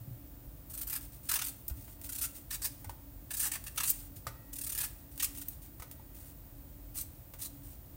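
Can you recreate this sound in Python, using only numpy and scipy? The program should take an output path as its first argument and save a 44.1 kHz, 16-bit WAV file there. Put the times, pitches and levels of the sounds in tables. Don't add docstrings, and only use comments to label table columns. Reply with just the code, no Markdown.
import sys
import numpy as np
from scipy import signal
from scipy.fft import rfft, irfft
from scipy.io import wavfile

SR = 44100
rng = np.random.default_rng(int(sys.argv[2]) if len(sys.argv) > 2 else 0)


def store_wav(level_fs):
    pcm = np.round(np.clip(np.atleast_2d(level_fs), -1, 1) * 32767)
    wavfile.write(sys.argv[1], SR, pcm.T.astype(np.int16))


N = 351036

# t/s, slip count, slip period/s, sliding share of the period,
# first and last crackle level/dB, first and last crunch level/dB,
# hollow of the cut f/Hz, upper resonance f/Hz, upper resonance level/dB
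KNIFE_PUSHES = [(.697, 4, 0.037, 0.7, -47.5, -39, -66.5, -57, 1290, 13500, -4),
                (.869, 4, 0.027, 0.77, -42.5, -37, -59, -48.5, 1250, 13400, -2),
                (1.289, 4, 0.022, 0.59, -29.5, -30.5, -42.5, -40.5, 1320, 4470, -8),
                (1.389, 2, 0.025, 0.58, -33, -33.5, -40, -40.5, 1280, 4470, -8),
                (1.440, 3, .021, 0.66, -35, -37, -54, -60, 1300, 4470, -21),
                (2.089, 4, 0.03, 0.56, -39.5, -35.5, -60, -57.5, 1430, 4170, -16),
                (2.208, 2, 0.026, 1, -31.5, -32.5, -54, -51, 1370, 4140, -21),
                (2.505, 3, 0.018, 1, -38, -35.5, -50.5, -51.5, 1880, 3860, 0),
                (2.617, 2, 0.025, 1, -37.5, -31.5, -54, -49.5, 1680, 4850, 1),
                (3.305, 3, 0.031, 0.53, -35.5, -32.5, -47.5, -56.5, 1720, 6800, -19),
                (3.394, 3, .029, 1, -30, -31.5, -51.5, -45.5, 1730, 6800, -19),
                (3.516, 3, .0178, 0.59, -33.5, -37.5, -44.5, -45, 1810, 7000, -3),
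                (3.661, 1, .028, 0.86, -58, -31, -54, -54, 1790, 7000, -10),
                (3.775, 3, .0285, 0.38, -30, -30, -35.5, -43, 1290, 3220, -3),
                (3.851, 3, .019, 1, -35, -28, -54, -65, 1900, 7750, -5),
                (4.528, 9, .0275, .5, -39.5, -34.5, -68, -55, 1720, 2600, -11),
                (4.777, 3, 0.026, 0.78, -32, -33, -50, -47.5, 1730, 2590, -5),
                (5.197, 1, .022, 0.6, -31, -39, -49.5, -51, 1900, 2690, 15),
                (5.224, 2, 0.016, 0.85, -26, -28, -43.5, -57, 1850, 2700, -1),
                (5.414, 1, .018, 0.78, -41.5, -42, -61, -61, 1850, 2800, -9),
                (6.966, 2, .029, 1, -37, -39.5, -61, -69, 1200, 4500, -14),
                (7.414, 2, 0.027, 1, -37.5, -39.5, -66, -63.5, 1230, 3920, 0.5)]
# f/Hz, level/dB
WET_SPECTRUM = [(400, -15), (1300, -14), (2500, -12), (5000, -11.5), (7500, -7), (9000, 0), (11200, -9.5),
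                (14000, 0.5), (16000, 3.5)]


def from_db(db):
    return 10 ** (np.asarray(db) / 20)


def rms_one(x):
    return x / np.sqrt(np.mean(x ** 2) + 1e-20)


def seconds(length):
    return np.arange(int(length * SR)) / SR


def add(track, s, sound):
    start = max(round(s * SR), 0)
    track[start:start + len(sound)] += sound[:N - start]


def colour(x, spectrum):
    size = 8192
    hz, db = np.transpose(spectrum)
    bins_hz = np.fft.rfftfreq(size, 1 / SR)
    gain = rms_one(from_db(np.interp(np.log(bins_hz + 1), np.log(hz), db)))
    cepstrum = irfft(np.log(gain))
    cepstrum[1:size // 2] *= 2
    cepstrum[size // 2 + 1:] = 0
    return signal.fftconvolve(x, irfft(np.exp(rfft(cepstrum))))[:len(x)]


def resonance(x, hz, width_hz):
    return signal.lfilter(*signal.iirpeak(hz, hz / width_hz, fs=SR), x)


def swell(t, length, rise_s, fall_s):
    attack = np.sin(np.pi / 2 * np.minimum(t / rise_s, 1)) ** 2
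    return attack * np.exp(-np.maximum(t - length, 0) / fall_s)


def ping(t, hz, db, t60):
    return from_db(db - 60 * t / t60) * np.sin(2 * np.pi * hz * t)


def bursts(t, per_s, spread_db):
    sizes = from_db(spread_db * np.clip(rng.standard_normal(len(t)), -2, 2))
    signs = rng.choice([-1, 1], len(t))
    return rms_one(sizes * signs * (rng.random(len(t)) < per_s / SR))


def scatter(clicks, share, decay_s):
    pole = np.exp(-2 / (decay_s * SR))
    energy = signal.lfilter([1 - pole], [1, -pole], clicks ** 2 + 1e-18)
    echoes = share * np.sqrt(energy) * rng.standard_normal(len(clicks))
    return (clicks + echoes) / np.hypot(1, share)


def reflect(x, share, count=5):
    response = np.zeros(len(seconds(.003)))
    echoes = share * rng.choice([-1, 1], count) / np.sqrt(count)
    response[rng.integers(5, len(response), count)] = echoes
    response[0] = 1
    return np.convolve(x, response / np.linalg.norm(response))[:len(x)]


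def room_tone(rumble_db=-51.5, hum_db=-64.0, hiss_db=-56.5, hum_hz=283.8):
    # f/Hz, level/dB
    rumble_spectrum = [(20, -27.5), (33, -22), (44, 4.5), (70, -1.5), (100, -4.5), (135, -4.5),
                       (165, -14.5), (230, -15.5), (290, -12), (350, -18), (430, -27.5), (560, -20.5),
                       (1000, -31), (2500, -43.5)]
    hiss_spectrum = [(200, -5), (1500, -7.5), (3000, -10), (6000, -12), (9000, -5.5), (11500, -8),
                     (13000, -2.5), (14200, 4.5), (15200, 11), (16000, -0.5)]
    rumble, fan, hiss = rng.standard_normal((3, N))
    hum = rms_one(resonance(resonance(fan, hum_hz, width_hz=3.2), hum_hz, width_hz=12.7))
    return (from_db(rumble_db) * colour(rumble, rumble_spectrum)
            + from_db(hum_db) * hum
            + from_db(hiss_db) * colour(hiss, hiss_spectrum))


def kitchen_reverb(x, wet_db=-11.0, body_t60=0.4, treble_t60=0.22, rise_s=0.0013):
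    t = seconds(.6)
    noise = rng.standard_normal(len(t))
    body = signal.sosfilt(signal.butter(1, 5000, fs=SR, output="sos"), noise)
    tail = body * from_db(-60 * t / body_t60) + (noise - body) * from_db(-60 * t / treble_t60)
    tail *= 1 - np.exp(-t / rise_s)
    return x + from_db(wet_db) * signal.fftconvolve(x, tail / np.linalg.norm(tail))[:N]


def worktop_bumps(rise_s=0.0021):
    # t/s, level/dB, f/Hz
    nudges = [(.008, -37.5, 112), (0.075, -36, 130), (.11, -33, 115), (0.476, -37, 53.4), (1.711, -30, 64),
              (1.772, -40, 109), (2.871, -37, 89), (4.169, -39, 92), (4.27, -36.5, 118), (5.796, -37.5, 60)]
    out, t = np.zeros(N), seconds(.5)
    for s, db, hz in nudges:
        add(out, s, ping(t, hz, db, t60=0.17) * (1 - np.exp(-t / rise_s)))
    return out


def falling_pieces(slap_t60=0.098, splash_t60=0.049, ring_db=-31):
    # t/s, slap level/dB, splash level/dB, knock f/Hz, knock level/dB
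    landings = [(1.698, -49.5, -37, 685, -53), (1.879, -53, -60, 1090, -66), (2.845, -49.5, -40, 835, -47),
                (2.895, -46, -39, 920, -38.5), (4.268, -36, -48, 1236, -34.5),
                (5.798, -49.5, -42, 1110, -56), (5.822, -44.5, -41, 937, -45),
                (5.997, -64, -66, 880, -50.5), (7.337, -49.5, -41.5, 636, -57)]
    # f/Hz, relative level/dB, t60/s
    plate_modes = [(517, -1, .9), (560, 15, .08), (899, 0, 1.3), (1222, 10, .22), (1351, 4, 1.0),
                   (1480, 19, .12), (1911, -3, 3.5), (2573, -2.5, 1.0)]
    # f/Hz, level/dB
    slap_spectrum = [(200, -18), (500, -5.5), (750, -3.5), (1000, -4.5), (1250, -2), (1550, -15),
                     (1900, -5.5), (2600, -12), (4000, -12.5), (9000, -11.5)]
    slap, splash, tones = np.zeros((3, N))
    t = seconds(1.6)
    for s, slap_db, splash_db, knock_hz, knock_db in landings:
        add(slap, s, from_db(slap_db - 60 * t / slap_t60) * rng.standard_normal(len(t)))
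        add(splash, s, from_db(splash_db - 60 * t / splash_t60) * rng.standard_normal(len(t)))
        add(tones, s, ping(t, knock_hz, knock_db, t60=.04))
        for hz, mode_db, t60 in plate_modes:
            add(tones, s, ping(t, hz, slap_db + ring_db + mode_db + rng.normal(0, 1), t60))
    return colour(slap, slap_spectrum) + colour(splash, WET_SPECTRUM) + tones


def wet_rubbing(trail_s=0.16, trail_db=-24):
    # t/s, length/s, level/dB
    wet_rubs = [(1.003, 0.045, -46), (1.118, 0.037, -50), (1.229, 0.13, -47), (1.752, 0.18, -52),
                (2.035, .02, -39), (2.343, 0.029, -43.5), (3.753, 0.018, -41), (3.93, 0.078, -47.5),
                (4.155, 0.011, -43), (4.85, 0.0078, -39), (5.107, .12, -52.5), (5.345, 0.045, -41.5),
                (5.452, 0.082, -49.5), (5.616, 0.044, -49.5), (6.143, 0.16, -51), (6.942, 0.028, -40),
                (7.385, 0.037, -44), (7.63, 0.11, -52.5)]
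    blade_trails = [(s + count * period, trail_s, last_db + trail_db)
                    for s, count, period, _, _, last_db, *_ in KNIFE_PUSHES]
    out = np.zeros(N)
    for s, length, db in wet_rubs + blade_trails:
        t = seconds(length + .08)
        films = bursts(t, per_s=1500, spread_db=4.5)
        add(out, s, from_db(db) * films * swell(t, length, rise_s=0.0045, fall_s=0.02))
    return colour(scatter(out, share=1.7, decay_s=0.0049), WET_SPECTRUM)


def blade_flicks():
    # t/s, level/dB
    flicks = [(1.680, -27.5), (3.901, -19), (5.483, -29.5), (7.01, -30)]
    # f/Hz, level/dB
    steel_spectrum = [(1500, -32), (4500, -26), (6200, -16), (7500, -20), (8700, -8), (11200, -19),
                      (12800, -4), (13800, 3.5), (14800, -5), (16000, -3)]
    out, t = np.zeros(N), seconds(.04)
    envelope = swell(t, length=0.0018, rise_s=.0005, fall_s=0.0063)
    for s, db in flicks:
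        add(out, s, from_db(db) * rng.standard_normal(len(t)) * envelope)
    return colour(out, steel_spectrum)


def skin_snaps(gain_db=10.0):
    # t/s, relative level/dB
    snaps = [(0.8989, -20), (1.3413, -9), (2.0148, -26), (2.6512, -12.5), (3.641, -24), (3.6657, -28),
             (5.1782, -22), (5.2332, -21), (5.9138, -23.5)]
    out = np.zeros(N)
    click = signal.unit_impulse(len(seconds(.03)))
    for s, db in snaps:
        add(out, s, from_db(db + gain_db) * scatter(click, share=1.1, decay_s=0.016))
    return colour(out, WET_SPECTRUM)


def blade_slips(loosening=0.09, mid_push_db=1.0, jitter_s=.0008):
    for (start, count, period, sliding,
         crackle_first, crackle_last, crunch_first, crunch_last, *resonances) in KNIFE_PUSHES:
        for k in range(count):
            along = k / (count - 1) if count > 1 else .5
            s = start + k * period + jitter_s * rng.standard_normal()
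            length = period * np.clip(sliding + loosening * (along - .5), .1, 1)
            press_db = mid_push_db * np.sin(np.pi * along)
            crackle_db = crackle_first + (crackle_last - crackle_first) * along + press_db
            crunch_db = crunch_first + (crunch_last - crunch_first) * along + press_db
            yield s, length, crackle_db, crunch_db, *resonances


def cutting(crunch_gain_db=5.5, low_cut_hz=1170, lead_s=.004):
    # f/Hz, level/dB
    crackle_spectrum = [(800, -44), (2000, -20), (3500, -13), (5500, -9.5), (7300, -5), (8500, 0),
                        (9700, 0.5), (11200, -10.5), (12300, -4), (13700, 0.5), (16000, -3)]
    crunch_spectrum = [(300, -5.5), (700, 12.5), (1200, 0), (1800, 2), (2200, -3), (2650, 2.5), (3200, -2),
                       (4300, -2.5), (7000, -2), (12000, -14.5)]
    low_cut = signal.butter(4, low_cut_hz, "high", fs=SR, output="sos")
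    crackle, crunch = np.zeros((2, N))
    for s, length, crackle_db, crunch_db, hollow_hz, upper_hz, upper_db in blade_slips():
        t = seconds(length + .04)
        envelope = swell(t, length, rise_s=0.0064 + 0.13 * length, fall_s=0.008)
        cells = reflect(bursts(t, per_s=4000, spread_db=5.5) * envelope, share=.9)
        bright = scatter(cells, share=.55, decay_s=.003)
        upper_ring = from_db(upper_db) * resonance(bright, upper_hz, width_hz=0.32 * upper_hz)
        add(crackle, s - lead_s, from_db(crackle_db) * (bright + upper_ring))
        body = signal.sosfilt(low_cut, scatter(cells, share=0.54, decay_s=0.0025))
        hollow_ring = 1.4 * resonance(body, hollow_hz, width_hz=90)
        add(crunch, s - lead_s, from_db(crunch_db + crunch_gain_db) * (body + hollow_ring))
    return colour(crackle, crackle_spectrum) + colour(crunch, crunch_spectrum)


def scene():
    foreground = cutting() + wet_rubbing() + skin_snaps() + blade_flicks() + falling_pieces()
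    return (kitchen_reverb(foreground) + worktop_bumps() + room_tone())[None]


def record(dry):
    cutoff_hz = 15780
    return signal.sosfilt(signal.ellip(12, .1, 80, cutoff_hz, fs=SR, output="sos"), dry)


dry = scene()
out = record(dry)
store_wav(out)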